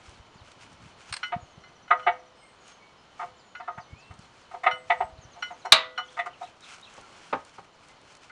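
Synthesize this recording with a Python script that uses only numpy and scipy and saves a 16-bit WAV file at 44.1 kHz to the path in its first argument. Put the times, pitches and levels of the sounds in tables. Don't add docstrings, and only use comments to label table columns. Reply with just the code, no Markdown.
import sys
import numpy as np
from scipy import signal
from scipy.fft import rfft, irfft, next_fast_len
from scipy.io import wavfile
from scipy.ndimage import uniform_filter1d, map_coordinates

SR = 44100
rng = np.random.default_rng(int(sys.argv[2]) if len(sys.argv) > 2 else 0)


def output_pcm(signal):
    pcm = np.clip(np.atleast_2d(signal).T, -1, 1) * 32767
    wavfile.write(sys.argv[1], SR, np.round(pcm).astype(np.int16))


def gain_from_db(level_db):
    decades = np.asarray(level_db, float) / 20
    return 10 ** decades


N = 366471


def unit(x):
    return x / np.sqrt(np.mean(x ** 2) + 1e-20)


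def along(points, hz):
    f, v = np.transpose(points)
    return np.interp(np.log(hz + 1), np.log(f + 1), v)


def bell(hz, centre_hz, fall_db):
    return gain_from_db(-fall_db * np.log2((hz + 1) / centre_hz) ** 2)


def decay(t, level_db, t60):
    return gain_from_db(level_db - 60 * t / t60)


def wobble(rate):
    knots = rng.standard_normal(N // 100)
    return map_coordinates(knots, [np.arange(N) * rate / SR])


def noise(size, gain):
    m = next_fast_len(size)
    spectrum = rfft(rng.standard_normal(m)) * gain(np.fft.rfftfreq(m, 1 / SR))
    return unit(irfft(spectrum, m)[:size])


def add(track, s, sound):
    part = track[max(round(s * SR), 0):][:len(sound)]
    part += sound[:len(part)]


def humps(rows, rest_db, fall_db=9):
    t = np.arange(0, N + 64, 64) / SR
    power = gain_from_db(2 * rest_db)
    power = power + sum(gain_from_db(2 * db - 2 * fall_db * ((t - s) / half) ** 2) for s, db, half in rows)
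    return np.interp(np.arange(N) / SR, t, np.sqrt(power))


def ring(modes, t, reach=((1000, 0),), hold=0, spread_db=1.5):
    hz, db, t60 = np.transpose(modes)[:, :, None]
    level = db + along(reach, hz) + spread_db * rng.standard_normal(hz.shape)
    phase = rng.uniform(0, 2 * np.pi, hz.shape)
    envelope = decay(np.maximum(t - hold, 0), level, t60)
    return np.sum(envelope * np.sin(2 * np.pi * hz * t + phase), axis=0)


def swell(t, rise):
    return 1 - np.exp(-(t / rise) ** 2)


# [dB per Hz, relative]
SCRAPE_SPECTRUM = [(1760, -44), (3000, -14), (3780, -10), (4220, 0), (5580, -11), (5850, -19), (7950, -15),
                   (8330, -3), (8670, -2), (11100, -33), (12000, -45), (15600, -75), (22000, -120)]


def scrape(t, t60):
    return noise(len(t), lambda hz: gain_from_db(along(SCRAPE_SPECTRUM, hz))) * decay(t, 0, t60) / 2.5


# [dB per Hz, relative]
TOWN_SPECTRUM = [(20, -9), (60, -5), (130, -2), (400, -1.5), (650, -1), (1000, 0), (1350, -2), (1600, -7),
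                 (2500, -10), (3400, -11), (5000, -17), (7200, -21), (7900, -33), (9000, -27), (10500, -34),
                 (12500, -60), (22000, -110)]
# [dB, added share re hiss]
TOWN_BANDS = [(3040, 100, 4), (4260, 130, 3)]


def town():
    def gain(hz):
        bands = sum(gain_from_db(db) / (1 + (2 * (hz - c) / width) ** 2) for c, width, db in TOWN_BANDS)
        return gain_from_db(along(TOWN_SPECTRUM, hz)) * (1 + bands)
    return gain_from_db(-56.5 + .8 * wobble(3)) * noise(N, gain)


# peak_s [s], level_db [dB, before trim], half_length_s [s]
GUSTS = [(.25, -60, .2), (.78, -53, .25), (1.5, -62, .3), (2.08, -60, .15), (4.2, -58, .2), (5.05, -57, .3)]
# centre_s [s], level_db [dB, before trim], width_s [s]
PUFFS = [(.09, -44, .004), (.205, -44, .004), (.36, -46, .002), (.42, -44, .003), (.865, -44, .002),
         (1.118, -38, .003), (1.366, -28, .0018), (1.432, -42, .003), (1.58, -42, .002), (3.785, -38, .002),
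         (3.935, -38, .003), (4.112, -40, .003), (4.195, -40, .002), (4.735, -46, .002), (5.05, -44, .004),
         (5.135, -44, .004), (5.19, -42, .003), (5.255, -44, .003)]


def wind():
    calm_db, wake_db, wake_s = -66, -14, .035
    wakes = [(s, db + wake_db, wake_s) for s, db, _ in PUFFS]
    gain = humps([*GUSTS, *wakes], calm_db)
    lumps = gain_from_db(3 * wobble(22)) * noise(N, lambda hz: bell(hz, 100, 5))
    out = gain / 2 * unit(lumps)
    t = np.arange(-SR // 20, SR // 20) / SR
    for s, level_db, width in PUFFS:
        v = t / width
        pulse = v * (3 - v * v) * np.exp(-v * v / 2)
        add(out, s + t[0], gain_from_db(level_db - 3) * pulse)
    return out


# [dB per Hz, relative]
CLOTH_SPECTRUM = [(410, -37), (700, -7), (988, -6), (1070, -9), (1380, 0), (1900, -9), (2220, -3),
                  (3570, -8), (6090, -7), (9570, -15), (12000, -40), (15600, -72), (22000, -120)]
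# peak_s [s], level_db [dB, of the bright share], half_length_s [s]
STROKES = [(.08, -64, .12), (.5, -62, .06), (.63, -59, .035), (.72, -64, .04), (.87, -65, .08),
           (1.03, -60, .05), (1.09, -55, .03), (1.17, -58, .06), (1.26, -62, .04), (2.02, -68, .08),
           (2.69, -60, .06), (3.22, -64, .07), (4.25, -68, .08), (4.39, -66, .06), (4.55, -66, .08),
           (4.9, -60, .04), (5.01, -63, .05), (5.45, -66, .1), (5.62, -68, .1), (6.14, -62, .08),
           (6.44, -60, .06), (6.72, -53, .08), (6.96, -61, .12), (7.24, -59, .14), (7.5, -64, .15),
           (7.86, -64, .08), (8.11, -64, .08), (8.25, -63, .05)]


def rustle():
    still_db, dull_db = -76, 4.2
    grains = gain_from_db(1.7 * wobble(40) + 1.8 * wobble(400))
    bright = noise(N, lambda hz: gain_from_db(along(CLOTH_SPECTRUM, hz)) * (hz > 3500))
    dull = noise(N, lambda hz: gain_from_db(along(CLOTH_SPECTRUM, hz)) * (hz <= 3500))
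    return humps(STROKES, still_db) * unit(grains) * (bright + gain_from_db(dull_db) * dull)


# [dB, before trim]
NICKS = [(.0944, -47), (.5172, -42), (.613, -47), (.6644, -51), (.7294, -52), (2.6794, -48), (4.14, -52),
         (4.1909, -48), (6.6074, -46), (6.8134, -46), (6.9394, -47), (6.9994, -47), (7.012, -47),
         (7.15, -50), (7.4495, -46), (7.4944, -49), (7.885, -50), (8.0144, -52), (8.1514, -44),
         (8.1693, -46), (8.2332, -43), (8.243, -46)]


def nicks():
    out, t = np.zeros(N), np.arange(SR // 20) / SR
    for (s, db), centre_hz in zip(NICKS, rng.uniform(2200, 6500, len(NICKS))):
        burst = noise(len(t), lambda hz: bell(hz, centre_hz, 5) * (hz < 10500))
        add(out, s - .001, decay(t, db + 1.5, .018) * swell(t, .001) * burst)
    return out


# pitch_hz [Hz], t60_s [s]
ARCH_DECAY = [(200, .25), (1500, .3), (5000, .2), (12000, .08)]


def arch(x):
    hz, t, z = signal.stft(rng.standard_normal(SR // 2), SR, nperseg=256)
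    fading = z * decay(t, 0, along(ARCH_DECAY, hz)[:, None])
    tail = signal.istft(fading, SR, nperseg=256)[1]
    late = np.pad(x, (150, 0))
    return signal.fftconvolve(late, tail / np.linalg.norm(tail))[:N]


def whistle(hz, db):
    edge = np.hanning(len(hz)) ** .3
    shake = unit(uniform_filter1d(rng.standard_normal(len(hz)), size=100))
    quaver = .008
    phase = 2 * np.pi * np.cumsum(hz * (1 + quaver * shake)) / SR
    return gain_from_db(db) * edge * np.sin(phase)


# start_s [s], level_db [dB]
SWOOP = [(0, 7300), (.015, 7000), (.03, 5000), (.05, 4300), (.085, 3300)]
SWOOPS = [(.105, -68), (.34, -67), (3.365, -66), (3.565, -67), (3.778, -66), (3.98, -65), (4.185, -68),
          (4.395, -68), (7.53, -70), (7.725, -70), (7.93, -70)]
# start_s [s], length_s [s], first_hz [Hz], last_hz [Hz], level_db [dB]
NOTES = [(1.39, .09, 7000, 6200, -70), (1.49, .08, 6900, 5900, -69), (2.33, .12, 5150, 5100, -71),
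         (2.35, .21, 8300, 8100, -70), (2.41, .1, 2150, 2100, -64), (2.58, .22, 6800, 6300, -68),
         (2.79, .13, 2250, 2250, -61), (2.97, .07, 5150, 5100, -69), (3.23, .09, 2250, 2250, -63),
         (3.35, .22, 7400, 6600, -72), (3.62, .06, 1750, 1780, -63), (3.7, .07, 1850, 1950, -62),
         (3.7, .22, 6300, 5900, -72), (4.0, .2, 8400, 8100, -77), (4.7, .17, 8250, 7900, -68),
         (4.955, .155, 8050, 7950, -68), (7.0, .09, 1400, 1330, -60)]
# first_start_s [s], period_s [s], length_s [s], first_hz [Hz], last_hz [Hz], level_db [dB]
TRILL = (1.6, .073, .03, 6300, 5600, -69)
# start_s [s], level_db [dB]
DROP = (.018, 4600, 3600)
DROPS = [(5.175, -62), (5.33, -60), (5.475, -58), (5.615, -56)]
SLIDE = (.045, 7000, 5700)
SLIDES = [(5.21, -61), (5.31, -61), (5.385, -63), (5.51, -64), (5.585, -66), (6.045, -65)]
RISE = (.02, 2950, 3800)
RISES = [(5.905, -58), (5.96, -58), (6.025, -57), (6.08, -57), (6.14, -57)]
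FALL = (.023, 3250, 2350)
FALLS = [(6.3, -59), (6.33, -59)]
# delay_s [s], length_s [s], first_hz [Hz], last_hz [Hz], level_db [dB re figure]
HOOK = [(0, .014, 3700, 3900, 0), (.014, .018, 4400, 3000, -1), (.042, .022, 2800, 2400, -5)]
# start_s [s], level_db [dB]
HOOKS = [(6.428, -52), (6.62, -51), (6.826, -51)]
# time_s [s], pitch_hz [Hz]
CLIMB = [(3.86, 2150), (3.95, 2250), (3.96, 2450), (4.03, 2680), (4.12, 2700)]


def birds():
    out = np.zeros(N)
    when, pitch = np.transpose(SWOOP)
    for s, db in SWOOPS:
        add(out, s, whistle(np.interp(np.arange(0, when[-1], 1 / SR), when, pitch), db))
    when, pitch = np.transpose(CLIMB)
    add(out, when[0], whistle(np.interp(np.arange(when[0], when[-1], 1 / SR), when, pitch), -62))
    first, period, *chip = TRILL
    notes = [*NOTES, *[(first + k * period, *chip) for k in range(10)]]
    for shape, repeats in [(DROP, DROPS), (SLIDE, SLIDES), (RISE, RISES), (FALL, FALLS)]:
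        notes += [(s, *shape, db) for s, db in repeats]
    for s, db in HOOKS:
        notes += [(s + delay, length, hz0, hz1, db + rel) for delay, length, hz0, hz1, rel in HOOK]
    for s, length, hz0, hz1, db in notes:
        add(out, s, whistle(np.linspace(hz0, hz1, round(length * SR)), db))
    return out * gain_from_db(3.5 + 2.1 * wobble(60))


# [dB, before trim]
TICKS = [(1.1258, -24), (1.1384, -25), (1.1657, -28)]


def ticks():
    out, t = np.zeros(N), np.arange(SR // 10) / SR
    t60 = .035
    for s, db in TICKS:
        tap = noise(len(t), lambda hz: bell(hz, 1600, 8)) * decay(t, -8.5, t60)
        add(out, s - .002, gain_from_db(db + 9) * swell(t, .003) * (scrape(t, t60) + tap))
    return out


# pitch_hz [Hz], level_db [dB, relative], t60_s [s]
PLATE_MODES = [(824, -20, .1), (1300, -3, .07), (1450, -1, .15), (2060, 0, .2), (2975, 0, .2),
               (4180, -1, .09), (5640, -8, .14), (6611, -26, .15), (7348, -26, .15), (9280, -34, .15)]
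# start_s [s], level_db [dB, first modes, before trim],
# second_db, third_db, top_db [dB re first modes]
CLINKS = [(1.2316, -22, -6, -6, -13), (1.637, -47, -3, -9, -4), (1.88, -45, -6, -6, -12),
          (1.995, -37, -14, -18, -22), (2.03, -44, -8, -2, -10), (3.5518, -33, -10, -14, -18),
          (4.7117, -26, -1, -2, -13), (5.4244, -24, -4, -7, -9), (5.655, -46, -3, -3, 5),
          (5.978, -25, -9, -2, -10), (7.8944, -56, 3, -6, -10), (8.298, -41, -5, -20, -25)]


def clinks():
    out, t = np.zeros(N), np.arange(SR // 2) / SR
    contacts = np.array([row[0] for row in [*KNOCKS, *CLINKS]])
    for s, db, second_db, third_db, top_db in CLINKS:
        held = min([.08, *(contacts[contacts > s + .02] - s)])
        grip = decay(np.maximum(t - held, 0), 0, .05)
        reach = [(1450, 0), (2060, second_db), (2975, third_db), (4180, top_db)]
        body = grip * ring(PLATE_MODES, t, reach)
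        contact = noise(len(t), lambda hz: bell(hz, 1700, 9)) * decay(t, -6, .09)
        edge = gain_from_db(top_db - 10) * scrape(t, .04)
        add(out, s - .0025, gain_from_db(db - 1.5) * swell(t, .003) * (body + contact + edge))
    return out


def chatter(x):
    span_s, after_db = .016, -5
    late, size = rng.uniform(.15, 1, (2, 4))
    taps = np.bincount([0, *(late * span_s * SR).astype(int)], [1, *(gain_from_db(after_db) * size)])
    return unit(signal.fftconvolve(x, taps)[:len(x)]) * np.sqrt(np.mean(x ** 2))


# pitch_hz [Hz], level_db [dB, relative], t60_s [s]
CARRIER_MODES = [(385, -23, .07), (506, -30, .6), (646, -27, .6), (708, -3, .085), (736, -4, .1),
                 (885, -10, .07), (928, -10, .14), (1071, -11, .08), (1215, -3, .075), (1250, -2, .08),
                 (1373, -8, .055), (1523, -14, .08), (1852, -6, .055), (1960, -5, .07), (2070, -6, .055),
                 (2234, -6, .07), (2580, -13, .05), (2955, -18, .06), (3550, -20, .04), (3903, -25, .04)]
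# [dB re low modes, before trim]
KNOCKS = [(1.324, -23, -7, -9, -38), (1.91, -14, 2, -6, -43), (2.069, -15, -4, -9, -46),
          (2.077, -15, -12, -7, -51), (3.197, -33, -1, -10, -27), (3.214, -29, -4, -12, -32),
          (3.229, -30, -7, -14, -32), (3.602, -35, -1, -9, -30), (3.68, -29, 1, -13, -34),
          (3.779, -33, -5, -13, -28), (4.11, -47, -1, -7, -15), (4.516, -42, -2, -12, -19),
          (4.543, -30, -16, -22, -32), (4.638, -30, 4, 0, -18), (4.667, -12, -8, -5, -38),
          (4.904, -14, -9, -3, -42), (5.009, -18, -15, -19, -46), (5.363, -41, -14, -16, -23),
          (5.508, -33, -12, -21, -28), (5.654, -26, -9, -16, -21), (5.984, -32, 4, -5, -24),
          (6.172, -32, -4, -6, -22), (6.193, -27, -5, 4, -22), (6.262, -30, -4, -9, -18),
          (6.416, -29, -17, -24, -32)]


def knocks():
    out, t = np.zeros(N), np.arange(SR // 2) / SR
    rise = .007
    push = swell(t, rise)
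    for s, db, mid_db, ear_db, grind_db in KNOCKS:
        reach = [(980, 0), (1080, mid_db), (1600, mid_db), (1800, ear_db)]
        body = chatter(push * ring(CARRIER_MODES, t, reach, hold=1.7 * rise))
        grind = noise(len(t), lambda hz: bell(hz, 5500, 16) * (hz < 10500)) * decay(t, grind_db + 1, .08)

        def colour(hz):
            return gain_from_db(along(reach, hz)) * bell(hz, 1500, 7.5) / (1 + (hz / 3900) ** 5)
        rough = noise(len(t), colour) * decay(t, max(0, mid_db, ear_db) - 5.5, .1)
        add(out, s - .95 * rise, gain_from_db(db + .7) * (body + push * (grind + rough)))
    return out


# [dB per Hz, before treble lift]
CRACK_SPECTRUM = [(24, -66), (40, -36), (397, -23), (667, -11), (943, -14), (1210, -3), (1710, -12),
                  (1980, -7), (3320, -8), (3850, 0), (5050, -15), (9140, -21), (11500, -34), (14600, -60)]
# pitch_hz [Hz], level_db [dB, relative], t60_s [s]
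SHIELD_MODES = [(385, -22, .17), (506, -33, 1.8), (646, -9, 0.42), (926, -10, 0.2), (996, -16, 0.31),
                (1249, -18, 0.42), (1443, -24, .7), (1523, -15, 0.2), (1976, -15, 0.4), (2331, -5, 0.1),
                (2719, -9, 0.18), (2826, -8, 0.14), (2912, -23, 0.35), (3020, -12, 0.22), (3155, -20, 0.24),
                (3241, -13, 0.16), (3505, -10, 0.15), (3655, -16, 0.28), (3747, -9, 0.18), (3844, -9, 0.21),
                (4091, 0, 0.13), (4296, -19, 0.2), (4360, -9, 0.14), (4576, -12, 0.14), (4829, -28, 0.22),
                (5120, -20, 0.14), (8495, -30, 0.15)]
# [dB, before trim]
SNAP = [(5.721, 3)]


def snap():
    out, t = np.zeros(N), np.arange(SR // 2) / SR
    reach = [(1000, -5), (2200, -4), (3000, -2), (4100, -4)]
    for s, db in SNAP:
        crack = noise(len(t), lambda hz: gain_from_db(along(CRACK_SPECTRUM, hz) + 3 * np.log2(hz / 4000 + 1)))
        crack = crack * decay(t, .3, .045)
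        rattle = noise(len(t), lambda hz: gain_from_db(along(CRACK_SPECTRUM, hz)) / (1 + (hz / 3200) ** 3))
        rattle = rattle * decay(t, -17, .27)
        shield = gain_from_db(-10.5) * ring(SHIELD_MODES, t, reach)
        add(out, s - .0005, gain_from_db(db - 1.5) * swell(t, .0018) * (crack + rattle + shield))
    return out


def thuds():
    out, t = np.zeros(N), np.arange(SR // 4) / SR
    for s, db in [(SNAP[0][0], SNAP[0][1] - 28), *PUSHES]:
        rumble = noise(len(t), lambda hz: bell(hz, 120, 4))
        add(out, s, decay(t, -43 + .45 * (db + 13), .2) * swell(t, .005) * rumble)
    return out


# pitch_hz [Hz], level_db [dB, relative], t60_s [s]
SEATED_MODES = [(161, -20, .2), (265, -15, .15), (431, -12, .12), (549, -5, .12), (603, -14, .25),
                (797, 0, .12), (894, -5, .12), (1114, -4, .12), (1249, -3, .1), (1453, -12, .08),
                (1604, -14, .08), (1900, -18, .06)]
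# [dB, relative]
PUSHES = [(6.975, -39), (7.329, -13), (7.582, -35)]


def pushes():
    out, t = np.zeros(N), np.arange(SR // 2) / SR
    rise = .004
    for s, db in PUSHES:
        thump = noise(len(t), lambda hz: bell(hz, 700, 4.5)) * decay(t, -5, .1)
        body = gain_from_db(-11) * ring(SEATED_MODES, t, hold=.008)
        add(out, s - .8 * rise, gain_from_db(db) * swell(t, rise) * (body + thump))
    return out


def scene():
    steel = nicks() + ticks() + clinks() + knocks() + snap() + pushes()
    song = birds()
    echo = gain_from_db(-17) * arch(steel) + gain_from_db(-7) * arch(song)
    return (town() + wind() + rustle() + steel + song + echo + thuds())[None]


def roll_off(x):
    return signal.sosfilt(signal.butter(12, 14760, fs=SR, output="sos"), x)


def record(dry):
    lowpass = signal.butter(2, 12000, fs=SR, output="sos")
    smooth = signal.sosfiltfilt(lowpass, np.clip(dry, -1, 1))
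    return roll_off(np.clip(smooth, -1, 1))


dry = scene()
out = record(dry)
output_pcm(out)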